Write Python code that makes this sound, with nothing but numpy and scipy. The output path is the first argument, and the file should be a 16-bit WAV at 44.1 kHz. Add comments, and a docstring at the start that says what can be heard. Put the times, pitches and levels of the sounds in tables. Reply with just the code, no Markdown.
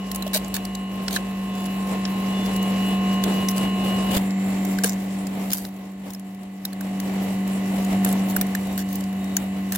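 """A freezer plate for separating phone screens hums in a workshop: compressor harmonics over fan noise.
The hum swells, dips and returns; its high whine drops out once the microphone is close, then returns faintly.
A plastic card is worked into a frozen phone: impulsive ticks and snaps ring the frame, and short
strokes of the card are stick-slip chatter. Knocks are brief swells of one resonance, frost is faint ticks;
drones and thin whistles are single tones that fade in and out."""
import sys
import numpy as np
from scipy import signal
from scipy.fft import rfft, irfft
from scipy.io import wavfile

SR = 44100
rng = np.random.default_rng(int(sys.argv[2]) if len(sys.argv) > 2 else 0)


def file_out(sig):
    """Save sig as 16-bit WAV at sys.argv[1]."""
    # one column per channel
    cols = np.atleast_2d(sig).T
    # limit, then scale
    lim = np.clip(cols, -1, 1)
    pcm = np.round(lim * 32767).astype(np.int16)
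    wavfile.write(sys.argv[1], SR, pcm)


N = 430857  # samples

SHAFT_HZ = 48.21
CLOSE_S = 4.18  # from here on the microphone is close over the plate
FADE_S = 0.077  # fade of the whistles and of the whine's beat


def undb(db):
    """Level as amplitude ratio: 20 dB is a factor of ten."""
    return 10 ** (np.asarray(db) / 20)


def curve(rows, column):
    """Envelope: one column of a timed table, joined by straight lines."""
    rows = np.array(rows)
    return np.interp(np.arange(N) / SR, rows[:, 0], rows[:, column])


def colour(rows, hz, column=1):
    """Spectral envelope: gain of a table joined by straight lines in dB over log frequency."""
    rows = np.array(rows)
    return undb(np.interp(np.log(hz + 1), np.log(rows[:, 0]), rows[:, column]))


def bell(hz, centre, width):
    """Lorentzian resonance curve, 1 at its centre."""
    return 1 / (1 + (2 * (hz - centre) / width) ** 2)


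def resonances(rows, hz):
    """Modal colouring: gain of resonance peaks whose decibels add."""
    return undb(sum(db * bell(hz, centre, width) for centre, width, db in rows))


def walk(rate):
    """Random modulation: normal draws, `rate` of them per second, joined by straight lines."""
    knots = rng.standard_normal(int(N / SR * rate) + 2)
    return np.interp(np.arange(N) / SR * rate, np.arange(len(knots)), knots)


def hold(start, end, fade_s):
    """Trapezoidal envelope: fade in, hold, fade out."""
    t = np.arange(N) / SR
    return np.clip(np.minimum(t - start, end - t) / fade_s, 0, 1)


def add(out, s, sound):
    """Superposition: mix a stereo sound in at time s."""
    i = max(int(s * SR), 0)
    out[:, i:i + sound.shape[1]] += sound[:, :max(N - i, 0)]


def ports(mid, side):
    """Sum and difference: left and right port from mid and side."""
    return np.array([mid + side, mid - side])


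def tone(phase, hz, wide_hz=1400):
    """Interaural phase: a sine of rms 1, further out of step between the ports the higher it is."""
    start = rng.uniform(0, 2 * np.pi)
    apart = np.pi / 4 * np.tanh((hz / wide_hz) ** 1.8)
    return np.sqrt(2) * np.sin(phase + start + np.array([[-apart], [apart]]))


def steady(hz, db, wander=0.6):
    """Phase modulation: a tone of fixed pitch whose phase wanders (radians)."""
    return undb(db) * tone(2 * np.pi * hz * np.arange(N) / SR + wander * walk(9.2), hz)


def closeness(s):
    """Proximity: 0 while the microphone is afar, 1 once it is close over the plate."""
    return np.clip((s - CLOSE_S) / 0.013 + .5, 0, 1)


# one shared loudness curve for hum, fan rush and frost: (time [s], level [dB])
SHARED_LEVEL = [(0, -30), (0.52, -30.5), (1.25, -28.5), (2.47, -23), (3.07, -21.5), (3.51, -23),
                (4.76, -22), (5.03, -25.5), (5.52, -27), (5.535, -40), (5.55, -31), (5.93, -34),
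                (6.62, -34), (6.85, -26.5), (7.13, -23.5), (7.78, -22), (8.03, -18.5), (8.62, -25),
                (9.77, -25.5)]
USUAL_DB, RUSH_FOLLOWS = -25, 0.9  # the usual level of the shared curve; dB of fan rush per dB of hum


def machine(hum_db=0, rush_db=-27):
    """Common modulation: compressor, casing and fan swell together; whine, drones, whistles lie on top."""
    close = closeness(np.arange(N) / SR)
    level_db = curve(SHARED_LEVEL, 1)
    turns = np.cumsum(SHAFT_HZ * (1 + 0.00026 * walk(5))) / SR
    tones = compressor(turns, close) + casing(turns, close) + fan_motor(close)
    hum = undb(level_db + hum_db) * tones
    rush = undb(rush_db + RUSH_FOLLOWS * (level_db - USUAL_DB)) * flicker(fan(turns, close))
    return hum + rush + whine(turns) + drones() + whistles()


# compressor harmonics, levels relative to the machine's:
# (multiple of the shaft rate [whole number], level from afar [dB], level from close [dB])
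SHAFT_HARMONICS = [(4, 0, -1), (5, -23.5, -25), (6, -20, -16), (7, -26.5, -30.5), (8, -28.5, -27.5),
                   (9, -22.5, -30), (10, -31, -35.5), (15, -19.5, -22), (22, -15.2, -30),
                   (23, -28.5, -32.5), (24, -32, -38), (34, -40, -36), (37, -32, -42), (39, -43, -38),
                   (41, -26.5, -29.5), (42, -34, -33.5), (47, -32.5, -47), (53, -37, -43), (54, -24.5, -33),
                   (58, -26, -35), (61, -50, -37), (65, -42, -39), (78, -35, -42.5), (80, -40, -38),
                   (82, -37, -55), (84, -32.5, -46), (89, -39, -43), (148, -36, -42)]


def compressor(turns, close, waver_db=1.9, hum_waver_db=0.24):
    """Harmonic series of a rotating shaft; the fourth booms steadily, the others waver."""
    out = 0
    for row, (multiple, far_db, close_db) in enumerate(SHAFT_HARMONICS):
        order = round(multiple)
        waver = (waver_db if row else hum_waver_db) * walk(11)
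        db = far_db + (close_db - far_db) * close + waver
        out = out + undb(db) * tone(2 * np.pi * order * turns, order * SHAFT_HZ)
    return out


# envelope of the casing's buzz, one line on every shaft multiple: (frequency [Hz], relative level [dB])
CASING_BUZZ = [(1400, -35), (1700, -36.5), (2300, -36), (3100, -63), (4400, -45.5), (5000, -54),
               (6600, -49), (7300, -44), (8300, -55.5), (11500, -63)]


def casing(turns, close, uneven_db=2, close_db=-2, buzz_db=-1):
    """Periodicity: a fine rattle repeats on every shaft turn, with its own waveform at each port."""
    size = 4096  # points in one turn
    hz = np.arange(size // 2 + 1) * SHAFT_HZ
    inside = (hz > CASING_BUZZ[0][0]) * (hz < CASING_BUZZ[-1][0])
    uneven = undb(uneven_db * rng.standard_normal((2, len(hz))))
    lines = colour(CASING_BUZZ, hz) * inside * uneven
    phases = np.exp(2j * np.pi * rng.random(lines.shape))
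    turn = irfft(lines * phases) * size / np.sqrt(2)
    rattle = np.array([np.interp(turns % 1, np.arange(size) / size, port) for port in turn])
    return rattle * undb(buzz_db + close_db * close + 1.5 * walk(8.1))


# tones of the fan motor, relative to the machine's level:
# (frequency [Hz], level from afar [dB], level from close [dB])
MOTOR_TONES = [(111.4, -24.5, -25.5), (3010, -30, -44)]


def fan_motor(close):
    """Tonal motor noise: single lines independent of the shaft, with wandering phase."""
    return sum(steady(hz, far_db + (close_db - far_db) * close) for hz, far_db, close_db in MOTOR_TONES)


# spectrum of fan and refrigerant noise:
# (frequency [Hz], relative density from afar [dB per Hz], relative density from close [dB per Hz])
RUSH_SPECTRUM = [(25, -58, -61), (56.3, -39.5, -42.5), (130, -39, -42), (199, -31, -35.5),
                 (415, -37.5, -42), (720, -37.5, -40.5), (1145, -45.5, -49.5), (1470, -52, -56.5),
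                 (2000, -49.5, -52), (2920, -49.5, -54.5), (5250, -59.5, -64), (7500, -63, -65),
                 (12200, -58, -61), (16200, -65, -65)]
# narrow resonances in the hiss: (frequency [Hz], width [Hz], boost [dB])
HISS_RESONANCES = [(2120, 130, 1.5), (5660, 170, 4.5), (7360, 250, 11.5), (8080, 230, 7.5),
                   (9140, 250, 3.5), (11100, 320, 2.5)]


def fan(turns, close, wide_hz=750, throb=0.14, flutter_db=2.5, bass_apart=0.034):
    """Coherence of broadband noise: the bass is nearly alike at both ports, the treble unrelated."""
    hz = np.arange(N // 2 + 1) * SR / N
    alike = np.clip(1 - bass_apart, 0, 1) / (1 + (hz / wide_hz) ** 2)
    mid, side = rfft(rng.standard_normal((2, N)))
    noise = ports(mid * np.sqrt((1 + alike) / 2), side * np.sqrt((1 - alike) / 2)) * np.sqrt(SR / 2)
    noise = noise * resonances(HISS_RESONANCES, hz)
    far, near = (irfft(noise * colour(RUSH_SPECTRUM, hz, column), N) for column in (1, 2))
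    rush = far * (1 - close) + near * close
    shaft_throb = 1 + throb * np.sin(2 * np.pi * turns)
    return rush * shaft_throb * undb(flutter_db * walk(14))


def flicker(noise, depth_db=1.1):
    """Band modulation: the treble flickers, fast and slow, partly together and partly band by band."""
    hz, spectrum = np.arange(N // 2 + 1) * SR / N, rfft(noise)
    shared = walk(30) + 0.25 * walk(3.5)
    out = noise
    for low, high in [(4500, 7000), (7000, 10500), (10500, 17000)]:
        band = irfft(spectrum * (hz >= low) * (hz < high), N)
        gain = undb(depth_db * (shared + 2.1 * walk(26)))
        out = out + band * (gain - 1)
    return out


# mean level of the high whine: (time [s], level [dB])
WHINE_LEVEL = [(0, -47.5), (0.45, -50.5), (0.85, -46), (1.3, -54), (1.7, -44), (1.88, -54), (2.3, -43),
               (2.88, -37.5), (3.2, -39), (4.16, -37), (4.2, -85), (6.6, -69), (7, -55.5), (8.1, -52),
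               (9.77, -56.5)]
WHINE_MULTIPLE = 60  # of the shaft rate
BEAT_FROM_S, BEAT_S = 2.095, 0.258  # first crest and period of the beat
BEAT_DB = (3.5, 2)  # beat depth at the left and right port


def whine(turns, wander=0.15, waver_db=.5):
    """Beating of a high shaft harmonic: an even rise and fall in level until the microphone is close."""
    phase = 2 * np.pi * WHINE_MULTIPLE * turns + wander * walk(40)
    since_crest = np.arange(N) / SR - BEAT_FROM_S
    beat = hold(BEAT_FROM_S, CLOSE_S, FADE_S) * np.cos(2 * np.pi * since_crest / BEAT_S)
    db = curve(WHINE_LEVEL, 1) + waver_db * walk(16.0) + np.outer(BEAT_DB, beat)
    return undb(db) * tone(phase, WHINE_MULTIPLE * SHAFT_HZ, wide_hz=3060)


# the frame ticks and snaps; levels are relative, lifted further on:
# (time [s], level [dB], body ring [dB], edge ring [Hz], treble tilt [dB])
FRAME_SNAPS = [(0.114, -16, -34, 4000, -15), (0.146, -18, -30, 6800, -10), (0.157, -15.5, -33, 11100, -12),
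               (0.222, -17, -13, 3900, -12), (0.3386, -13, -30, 4400, -13), (0.3448, -9, -26, 7600, -11),
               (0.366, -20, -17, 4460, -9), (0.374, -15, -34, 3000, -8), (0.444, -26, -31, 7040, -24),
               (0.479, -27, -28, 7500, -4), (0.5403, -11, -41, 4120, -10), (0.65, -19.5, -35, 4260, -14),
               (0.749, -19.5, -36, 4320, -25), (1.0799, -12.5, -27, 4170, -28), (1.1614, -9, 2, 4240, -29),
               (1.168, -17.5, -14, 3000, -28), (1.658, -23, -28, 11000, -17), (2.051, -16, -28, 3200, -52),
               (2.561, -19, -28, 7500, -13), (2.6253, -21, -28, 6500, -3), (3.2365, -11, -37, 3300, -16),
               (3.484, -10, -34, 6190, -14.5), (4.167, -13, -11, 4670, -11), (4.305, -27, -20, 5000, -19),
               (4.6487, -20, -24, 5970, -4), (4.785, -15.5, -6, 4500, -19), (4.8352, -7, -18, 7360, -18),
               (4.8417, -4, -16, 10200, -15), (5.2674, -22.5, -23, 7500, -17),
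               (5.5024, -19, -18, 4000, -16), (5.515, -16, -26, 4730, -13), (5.522, -15, -24, 6500, -13),
               (5.531, -3.5, -17, 12500, -6), (5.649, -22.5, -18, 10600, -18),
               (6.103, -26.5, -25, 7000, -13), (6.133, -25.5, -27, 6300, -10),
               (6.146, -25.5, -24, 5300, -16), (6.1943, -31, -24, 6000, -10),
               (6.6503, -12.5, -18, 3980, -9), (6.729, -26, -7, 3900, -13), (6.807, -20.5, -5, 6960, -6),
               (6.999, -19.5, -18, 6740, -16), (7.4743, -25, -16, 7000, -5), (7.846, -23, -22, 7000, -12),
               (8.046, -6, -11, 7550, -3), (8.06, -17, 4, 3000, -20), (8.125, -13.5, -25, 7450, -5),
               (8.3627, -5.5, -0.5, 14500, -2), (8.411, -7, -17, 14400, -9.5), (8.549, -11, -4, 14900, -15),
               (8.776, -15, -18, 13300, -14), (8.927, -20, -28, 15000, -6), (8.954, -16, -28, 15000, -7),
               (9.006, -26, -24, 11900, -19), (9.037, -27, -26, 7000, -15), (9.3657, -5, -20, 7000, -13),
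               (9.7205, -11, -21, 14100, -11.5), (9.756, -12.5, -12, 12200, -10)]


def snaps(snap_db=14, edge_width_hz=900, edge_db=8):
    """Impulsive release: frozen glue lets go, and each contact rings its own edge mode and brightness."""
    out = np.zeros((2, N))
    for s, db, body_db, edge_hz, treble_db in FRAME_SNAPS:
        edge = [(edge_hz, edge_width_hz, edge_db)]
        add(out, s, undb(db + snap_db) * crack(np.ones(1), body_db, treble_db, edge))
    return out


# modes of the phone's frame: (frequency [Hz], width [Hz], relative level [dB])
FRAME_MODES = [(1616, 410, 7), (1710, 260, 0.5)]
# colour of the crack itself: (frequency [Hz], relative level [dB])
CRACK_COLOUR = [(300, 3), (900, 1), (2500, 6.5), (4100, 10.5), (5200, 10), (6800, 11.5), (9000, 11),
                (12000, 14), (15500, 11)]
PATCH_HZ = 259.6  # spacing of the frame's many small resonances


def crack(slips, body_db, top_db, edge=(), contact_s=0.0025, room_db=-21,
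          ring_db=22, lift_db=12, patchy_db=4.0):
    """Source and filter: slips (energy per sample) free noise bursts, frame modes colour them. Energy 1."""
    size, room_s = 8192, .016
    t, hz = np.arange(size) / SR, np.arange(size // 2 + 1) * SR / size
    swell = t / contact_s
    contact = swell ** 2 * np.exp(2 - 2 * swell)
    room = undb(room_db) * (1 - np.exp(-swell)) * np.exp(-t / room_s)
    energy = np.abs(signal.fftconvolve(slips, (contact + room) ** 2)[:size])
    burst = rng.standard_normal((2, size)) * np.sqrt(energy)
    # the treble tilt grows from 5 to 12 kHz
    gain = colour(CRACK_COLOUR, hz) * undb((top_db + lift_db) * np.clip((hz - 5000) / 7000, 0, 1))
    gain = gain + sum(undb(body_db + ring_db + db) * bell(hz, f, width) for f, width, db in FRAME_MODES)
    gain = gain * resonances(edge, hz)
    gain = gain * undb(patchy_db * np.interp(hz / PATCH_HZ, np.arange(size), rng.standard_normal(size)))
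    # minimum phase: the ring follows the blow, never precedes it
    cepstrum = irfft(np.log(gain))
    fold = np.r_[1, np.full(size // 2 - 1, 2), 1, np.zeros(size // 2 - 1)]
    causal = np.exp(rfft(cepstrum * fold))
    sound = irfft(rfft(burst) * causal)
    return sound / np.sqrt(np.sum(sound ** 2) / 2)


# the card slides: (time [s], length [s], level at the start [dB], level at the end [dB],
# edge ring [Hz], edge ring boost [dB], mean slip rate before unevenness [1/s])
CARD_SCRAPES = [(0.264, 0.015, -38, -31.5, 3500, 12, 1000), (0.332, 0.041, -23, -19.5, 4360, 10, 540),
                (0.547, 0.022, -26.5, -25, 4000, 5, 340), (1.106, 0.056, -33.5, -24, 3500, 8, 450),
                (1.552, 0.12, -42, -44, 12000, 2, 150), (2.441, 0.028, -43, -34, 5000, 10, 400),
                (3.489, 0.028, -33, -29, 6300, 0, 350), (3.556, 0.025, -42, -23.5, 8500, 2, 330),
                (4.101, 0.078, -30, -25, 2600, 8.5, 450), (4.846, 0.033, -24, -28.5, 6500, 3, 540),
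                (4.887, 0.047, -29, -34, 7100, 15, 116), (5.54, 0.15, -28.5, -50.5, 12500, 6, 420),
                (8.063, 0.061, -33, -35, 11200, 11, 300), (8.286, 0.034, -35, -33, 14500, 11, 310),
                (8.784, 0.039, -31.5, -36.5, 7950, 0, 440), (8.888, 0.082, -39, -44, 14000, 1, 480),
                (9.73, 0.035, -31, -29, 3000, 4, 320)]
SOFT_EDGE_HZ = 4100  # edge ring that leaves the treble tilt unchanged
SLIP_S, SLIP_ROOM_DB, SLIP_SCATTER_DB = 0.0012, -16, 4
HOLLOW = (800, 450, 7)  # the plate's resonance under the card: frequency [Hz], width [Hz], boost [dB]


def scrapes(scrape_db=0, edge_width_hz=1500, body_db=-23, top_db=-13, octave_db=-0.5, uneven=0.16):
    """Stick-slip friction: uneven chatter of tiny cracks, the treble tilt easing as the edge ring rises."""
    out = np.zeros((2, N))
    for s, length, start_db, end_db, edge_hz, edge_db, slips_per_s in CARD_SCRAPES:
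        pressure = undb(np.linspace(start_db, end_db, max(int(length * SR), 2)) + scrape_db)
        gaps, sizes = rng.standard_normal(size=(2, 256))
        spacing = np.r_[0, np.exp(uneven * gaps[1:])] * SR / slips_per_s
        at = np.cumsum(spacing).astype(int)
        strength = undb(SLIP_SCATTER_DB * sizes)
        slips = np.bincount(at, strength, len(pressure))[:len(pressure)] * pressure
        treble_db = top_db + octave_db * np.log2(edge_hz / SOFT_EDGE_HZ)
        edge = [(edge_hz, edge_width_hz, edge_db), HOLLOW]
        chatter = crack(slips ** 2, body_db, treble_db, edge, SLIP_S, SLIP_ROOM_DB)
        add(out, s, np.linalg.norm(pressure) * chatter)
    return out


# short knocks, bumps and pings, and a short low thump at 4.17 s: (time [s], frequency [Hz], # level at the
# crest [dB], length [s])
SHORT_KNOCKS = [(0.259, 610, -27, 0.018), (0.343, 623, -24.5, 0.032), (1.079, 1450, -30.5, 0.0099),
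                (1.155, 1720, -26, 0.022), (4.166, 90, -19, 0.0048), (4.837, 482, -27, 0.026),
                (4.84, 328, -26, 0.011), (4.837, 675, -27, 0.0084), (6.65, 3930, -31, 0.0089),
                (8.056, 517, -27, 0.017), (8.363, 1480, -26, 0.0086), (8.41, 1430, -27, 0.0093),
                (8.546, 1720, -32, 0.0087), (9.367, 6000, -15.5, 0.0035)]


def knocks(rough=0.47, rough_per_s=400):
    """Damped forced resonance: an uneven push swells one tone up and back down, with no ring after it."""
    out = np.zeros((2, N))
    for s, hz, db, length in SHORT_KNOCKS:
        t = np.arange(int(length * SR)) / SR
        push, bend = (rough * walk(rough_per_s)[:len(t)] for _ in range(2))
        swell = np.sin(np.pi * t / length) ** 2 * (1 + push)
        add(out, s, undb(db) * swell * tone(2 * np.pi * hz * t + bend, hz))
    return out


def frost(count=30, tick_db=-18, scatter_db=3, body_db=-21, top_db=-12):
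    """Random impulses: faint ticks of frost and frame under the glove, scaled by the shared loudness curve."""
    out = np.zeros((2, N))
    for s, size in zip(rng.uniform(0, N / SR, count), rng.standard_normal(count)):
        add(out, s, undb(tick_db + scatter_db * size) * crack(np.ones(1), body_db, top_db))
    return out * undb(curve(SHARED_LEVEL, 1) - USUAL_DB)


# two low drones take turns: (start [s], end [s], frequency [Hz], mean level [dB])
LOW_DRONES = [(-0.2, 4.5, 56.4, -50), (8.3, 14, 83.3, -48)]


def drones(waver_db=2, fade_s=0.27):
    """Slow amplitude modulation: each low tone fades in, holds with a waver and fades out."""
    return sum(hold(start, end, fade_s) * steady(hz, db + waver_db * walk(9), wander=0.35)
               for start, end, hz, db in LOW_DRONES)


# thin whistles come and go in the machine: (start [s], end [s], frequency [Hz], mean level [dB])
THIN_WHISTLES = [(1.45, 1.68, 3471, -52), (2.3, 2.53, 3471, -44), (2.8, 3.01, 3471, -49),
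                 (4.2, 4.9, 7250, -50), (4.18, 4.98, 2170, -52), (8.62, 8.8, 3760, -51),
                 (9.14, 9.5, 3760, -55)]


def whistles(flutter_db=2):
    """Fast amplitude modulation: each thin tone sets in quickly and holds with a fine flutter."""
    return sum(hold(start, end, FADE_S) * steady(hz, db + flutter_db * walk(60))
               for start, end, hz, db in THIN_WHISTLES)


CONTACT_PAN_DB = -0.5  # left minus right: the clicks, scrapes and knocks lie a little to the right


def scene():
    """Superposition: the machine under the clicks, scrapes, ticks and knocks."""
    contacts = snaps() + scrapes() + frost() + knocks()
    return machine() + contacts * undb(np.array([[CONTACT_PAN_DB], [-CONTACT_PAN_DB]]) / 2)


def record(dry, top_hz=16100):
    """Band limiting: a steep elliptic low-pass cuts the top."""
    return signal.sosfilt(signal.ellip(10, .2, 80, top_hz, fs=SR, output="sos"), dry)


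dry = scene()
out = record(dry)
file_out(out)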